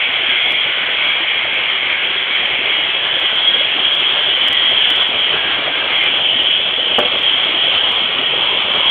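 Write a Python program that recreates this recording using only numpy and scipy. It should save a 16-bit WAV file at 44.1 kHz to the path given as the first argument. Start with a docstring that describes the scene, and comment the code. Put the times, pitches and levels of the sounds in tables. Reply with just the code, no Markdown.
"""Washing machine filling

A washing machine fills with mains water, heard by a microphone that moves along its front.
The inlet valve hisses and rings, and the cabinet passes the hiss on. Jets fizz and spatter in the plastic
detergent drawer; water gurgles down to the tub. Near 7 s a hand pulls the drawer open with a knock.
The narrow-band microphone rounds the loudest peaks; faint sharp ticks lie above its band.
Noise and impacts drive resonances, decaying tones make bubbles and knocks, tables set the levels."""
import sys
import numpy as np
from scipy import signal
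from scipy.fft import rfft, irfft, next_fast_len
from scipy.io import wavfile

SR = 44100
rng = np.random.default_rng(int(sys.argv[2]) if len(sys.argv) > 2 else 0)


def to_wav(s):
    """Save 16-bit WAV."""
    ch = np.atleast_2d(s).T  # columns
    pcm = np.round(np.clip(ch, -1, 1) * 32767)  # PCM
    wavfile.write(sys.argv[1], SR, pcm.astype(np.int16))


N = 392490
TIME = np.arange(N) / SR

# resonances of valve, cabinet, hose, jet hollow, wet tray: (centre [Hz], width [Hz], relative level [dB])
VALVE_RESONANCES = [(2938, 45, -6), (3062, 75, -4.5), (3155, 60, -5), (3236, 30, -.5), (3281, 28, 0),
                    (3372, 80, -7.5)]
CABINET_RESONANCES = [(2160, 120, -1), (2240, 90, -2.5), (2315, 25, -.5), (2362, 30, -.5), (2455, 130, -4)]
HOSE_RESONANCES = [(2650, 43, 0.5), (2738, 450, -2.5)]
HOLLOW_RESONANCES = [(1494, 92, -7), (1625, 120, -3), (1754, 54, -4), (1885, 36, 1), (1979, 34, -0.5)]
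TRAY_RESONANCES = [(610, 160, -12.5), (1000, 81, -4), (1160, 170, -6)]
# modes of the plastic drawer: (frequency [Hz], relative level [dB], t60 [s])
DRAWER_RESONANCES = [(269.6, -5.5, 0.08), (356, -6.5, 0.09), (496, 2.5, 0.12), (596, -4, 0.2),
                     (704, 3.5, 0.075), (900, -3, 0.056), (1114, -3, 0.086), (1338, -3.5, 0.073),
                     (1550, -9.5, 0.076)]
# valve loudness at the moving microphone, before sputter: (time [s], level [dB])
VALVE_LEVEL_DB = [(0, -20.5), (.55, -16), (.7, -19), (2, -20.5), (3.1, -17), (3.42, -15), (3.7, -17),
                  (4.05, -15), (4.92, -14.5), (5.6, -20), (5.92, -18.5), (6.06, -16), (6.35, -14.5),
                  (6.7, -17), (6.95, -15.5), (7.9, -16), (8.4, -17.5), (8.9, -15.5)]
# cabinet panel loudness at the moving microphone, before sputter: (time [s], level [dB])
CABINET_LEVEL_DB = [(0, -20.5), (2.7, -21), (3.25, -27), (5, -25), (5.85, -26), (6.02, -17.5), (6.17, -28),
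                    (8.9, -25.5)]
# spectra of splash, tub, microphone, ticks: (frequency [Hz], gain [dB])
SPLASH_SPECTRUM = [(200, -21), (500, -9.5), (850, -4), (1150, -1.5), (1350, -1.5), (1700, -8), (2300, -8.5),
                   (3500, 0), (4600, -6)]
TUB_SPECTRUM = [(15, -46.5), (30, -28.5), (45, -16), (70, -5.5), (120, -4), (200, -4.5), (280, -5),
                (360, 1), (470, 1), (600, 4.5), (800, 1), (1200, -13), (3000, -28.5)]
MIC_SPECTRUM = [(10, -23), (40, -1.5), (3380, 0.5), (3600, -6), (3800, -10), (4000, -14), (4300, -20.5),
                (4600, -34.5), (4900, -66), (5500, -86)]
TICK_SPECTRUM = [(2500, -28), (4500, 15.5), (6000, 8), (9500, 8.5), (15000, 2.5)]
# blows that strike the drawer: (time [s], strength [dB])
DRAWER_BLOWS = [(6.775, -19), (6.984, -1), (6.989, -9), (6.997, -11), (7.008, -17), (7.029, -13),
                (7.055, -13), (7.829, -19)]
# clicks ahead of the tick spectrum: (time [s], level [dB])
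TICK_CLICKS = [(0.509, -32), (0.5232, -26), (0.9223, -40), (1.543, -33.5), (3.2017, -32.5), (3.3593, -34),
               (3.937, -34), (3.9527, -28), (4.0023, -34), (4.139, -36.5), (4.4835, -20), (4.5306, -21.5),
               (4.703, -40), (4.8803, -38), (4.904, -19), (4.9625, -29), (5.0292, -30.5), (5.0817, -35),
               (6.0396, -28.5), (6.4348, -34), (6.8264, -39), (6.989, -19.5), (6.9977, -26),
               (7.1928, -32.5), (7.228, -32), (7.8989, -43), (7.9214, -30), (8.8566, -34.5)]

# levels before flicker; spray, splash and gurgle at the start
HOSE_DB, TRAY_DB = -26.5, -34
SPRAY_DB, SPLASH_DB, GURGLE_DB = -27.5, -20.5, -33.5
# the water grows louder as the machine fills
SPLASH_DB_PER_S, GURGLE_DB_PER_S = 0.5, 0.5763
# the microphone comes up to the closed drawer front, which screens the jets
SHADE_S, SHADE_FADE_S = 6.04, 0.16
SPRAY_SHADE_DB, SPLASH_SHADE_DB = -5, -5.5
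# the drawer comes free and lets the water be heard
PULL_S, PULL_FADE_S = 6.97, 0.1
SPLASH_PULL_DB, GURGLE_PULL_DB = 4, 0.65
# the drawer is far enough out to bare its tray
OPEN_S, OPEN_FADE_S = 7.6, 0.61
CEILING = 0.72  # amplitude limit of the microphone
TOP_HZ = 15900


def valve(valve_db, cabinet_db):
    """The jet in the valve sputters quickly and rings the hose; the cabinet radiates its lower part."""
    sputter = undb(0.72 * walk(110) + 0.45 * walk(22))
    direct = ring(VALVE_RESONANCES, flicker_db=1.83) * undb(valve_db)
    panels = ring(CABINET_RESONANCES, flicker_db=1.5) * undb(cabinet_db)
    hose = ring(HOSE_RESONANCES, flicker_db=2.9) * undb(HOSE_DB)
    return sputter * (direct + panels + hose)


def spray(level_db):
    """The jets fizz in the hollow above the drawer and ring it."""
    return ring(HOLLOW_RESONANCES, flicker_db=3.0) * undb(level_db)


def splash(level_db):
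    """The jets break into dense drops on the drawer walls: impacts plus turbulent noise."""
    drops = patter(rate_hz=2500, spread_db=3.5) + 0.89 * rng.standard_normal(N)
    return unit(colour(drops, SPLASH_SPECTRUM)) * undb(level_db + 1.8 * walk(18))


def drawer():
    """The drawer jerks free of its catch and rattles out: blows excite decaying modes and a diffuse tail."""
    t = np.arange(SR // 3) / SR
    body = np.zeros(len(t))
    for hz, db, t60_s in DRAWER_RESONANCES:
        decay = np.exp(-np.log(1000) * t / t60_s)
        body += undb(db) * np.sin(2 * np.pi * hz * t) * decay
    # plastic on plastic is a soft contact: the ring builds up over 0.8 ms
    body *= 1 - np.exp(-t / 0.0008)
    body /= np.abs(body).max()

    # the hollow casing adds a short diffuse tail
    hollow = resonate(rng.standard_normal(len(t)), 730, 800)
    hollow = resonate(hollow, 700, 1100)
    casing = unit(hollow) * np.exp(-np.log(1000) * t / 0.077)

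    blows = np.zeros(N)
    for time_s, db in DRAWER_BLOWS:
        blows[int(time_s * SR)] += undb(db)
    return signal.fftconvolve(blows, body + undb(-8.5) * casing)[:N]


def tray():
    """Once the drawer is open, the jets drum unevenly on its wet tray and ring it."""
    level = undb(TRAY_DB + 0.69 * walk(18))
    return ramp(OPEN_S, OPEN_FADE_S) * ring(TRAY_RESONANCES, flicker_db=7.5) * level


def gurgle(level_db):
    """Water tumbles down the hose: bubbles over a churning rumble in the tub."""
    churn_noise = rng.standard_normal(N) * undb(2.5 * walk(26))
    churn = unit(colour(churn_noise, TUB_SPECTRUM))
    air = unit(colour(bubbles(count=1300), TUB_SPECTRUM))
    return churn * undb(level_db - 1.0) + air * undb(level_db - 4.5)


def bubbles(count):
    """Trapped air rings for some cycles, rising in pitch as it nears the surface."""
    out = np.zeros(N + SR)
    t = np.arange(SR // 12) / SR
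    for when, pitch, life, size in rng.random((count, 4)):
        hz = 230 * 4.2 ** pitch
        fade_s = (0.58 + 4 * life) / hz
        phase = 2 * np.pi * hz * (t + 0.027 * t ** 2 / fade_s)
        tone = np.exp(-t / fade_s) * np.sin(phase)
        start = int(when * N)
        out[start:start + len(t)] += undb(15 * size ** 3) * tone  # few are large
    return unit(out[:N])


def reflections(x, count, strength):
    """Echoes off the machine, floor and walls; each path changes as the microphone moves."""
    paths_s = rng.uniform(0.006, 0.04, count)
    echoes = sum(delay(x, SR * (path_s + 0.0001938 * walk(1.2))) for path_s in paths_s)
    return unit(x + strength * echoes) * x.std()


def ticks():
    """Faint sharp ticks above the band of the hiss; a weaker second click gives each its own colour."""
    clicks = np.zeros(N)
    variations = rng.random((len(TICK_CLICKS), 2))
    for (time_s, db), (gap, share) in zip(TICK_CLICKS, variations):
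        second_s = time_s + 0.0001 + 0.0006 * gap
        clicks[int(time_s * SR)] += undb(db)
        clicks[int(second_s * SR)] -= 0.6 * share * undb(db)
    return colour(clicks, TICK_SPECTRUM)


def ring(modes, flicker_db):
    """Dense tiny impacts and turbulence drive each resonance; its strength flickers with the flow."""
    impacts = patter(rate_hz=3500, spread_db=0.5)
    out = np.zeros(N)
    for hz, width_hz, db in modes:
        drive = 0.5 * impacts + rng.standard_normal(N)
        band = resonate(resonate(drive, hz, width_hz), hz, 1000)  # wide second pass trims the skirts
        out += band * undb(db + flicker_db * walk(6))
    return unit(out)


def patter(rate_hz, spread_db):
    """Tiny impacts at random moments, of random sign and strength; rms 1."""
    hits = rng.random(N) < rate_hz / SR
    strength = rng.standard_normal(N) * undb(spread_db * rng.standard_normal(N))
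    return unit(hits * strength)


def walk(rate_hz):
    """Smooth random course through rate_hz new values a second; spread near 1."""
    steps = signal.resample(rng.standard_normal(2048), 16384)  # 8 points a value
    return np.interp(TIME * rate_hz, np.arange(len(steps)) / 8, steps)


def resonate(x, hz, width_hz):
    """One resonance, gain 1 at its centre."""
    b, a = signal.iirpeak(hz, hz / width_hz, fs=SR)
    return signal.lfilter(b, a, x)


def colour(x, points):
    """Filter by a spectrum of (frequency [Hz], gain [dB]) points, interpolated over log frequency."""
    hz, db = np.transpose(points)
    size = next_fast_len(N + SR // 10)
    bins_hz = np.maximum(np.fft.rfftfreq(size, 1 / SR), 1)
    gain = undb(np.interp(np.log(bins_hz), np.log(hz), db))
    return irfft(rfft(x, size) * gain, size)[:N]


def delay(x, lag_samples):
    """Read x a changing number of samples late."""
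    n = np.arange(N)
    return np.interp(n - lag_samples, n, x)


def curve(points):
    """A table of (time [s], value) points as a value per sample."""
    return np.interp(TIME, *np.transpose(points))


def ramp(start_s, length_s):
    """A change from 0 to 1 that begins at start_s."""
    return np.clip((TIME - start_s) / length_s, 0, 1)


def undb(db):
    """Decibels to gain."""
    return 10 ** (np.asarray(db) / 20)


def unit(x):
    """Scale to rms 1."""
    return x / np.sqrt(np.mean(x ** 2))


def scene():
    """Hiss with shifting echoes; the water swells, the drawer front screens its jets, then lets it out."""
    shaded = ramp(SHADE_S, SHADE_FADE_S)
    pulled = ramp(PULL_S, PULL_FADE_S)
    spray_db = SPRAY_DB + SPRAY_SHADE_DB * shaded
    splash_db = SPLASH_DB + SPLASH_DB_PER_S * TIME + SPLASH_SHADE_DB * shaded + SPLASH_PULL_DB * pulled
    gurgle_db = GURGLE_DB + GURGLE_DB_PER_S * TIME + GURGLE_PULL_DB * pulled

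    direct = valve(curve(VALVE_LEVEL_DB), curve(CABINET_LEVEL_DB)) + spray(spray_db)
    hiss = reflections(direct, count=5, strength=0.25)
    mix = hiss + splash(splash_db) + drawer() + tray() + gurgle(gurgle_db)
    return mix[None]


def record(dry):
    """The microphone rounds the loudest peaks and passes only a narrow band; faint ticks lie above it."""
    rounded = dry[0] / (1 + (dry[0] / CEILING) ** 10) ** (1 / 10)
    heard = colour(rounded, MIC_SPECTRUM) + ticks()
    lowpass = signal.ellip(8, 0.2, 70, TOP_HZ, fs=SR, output="sos")
    return signal.sosfilt(lowpass, heard)[None]


dry = scene()
out = record(dry)
to_wav(out)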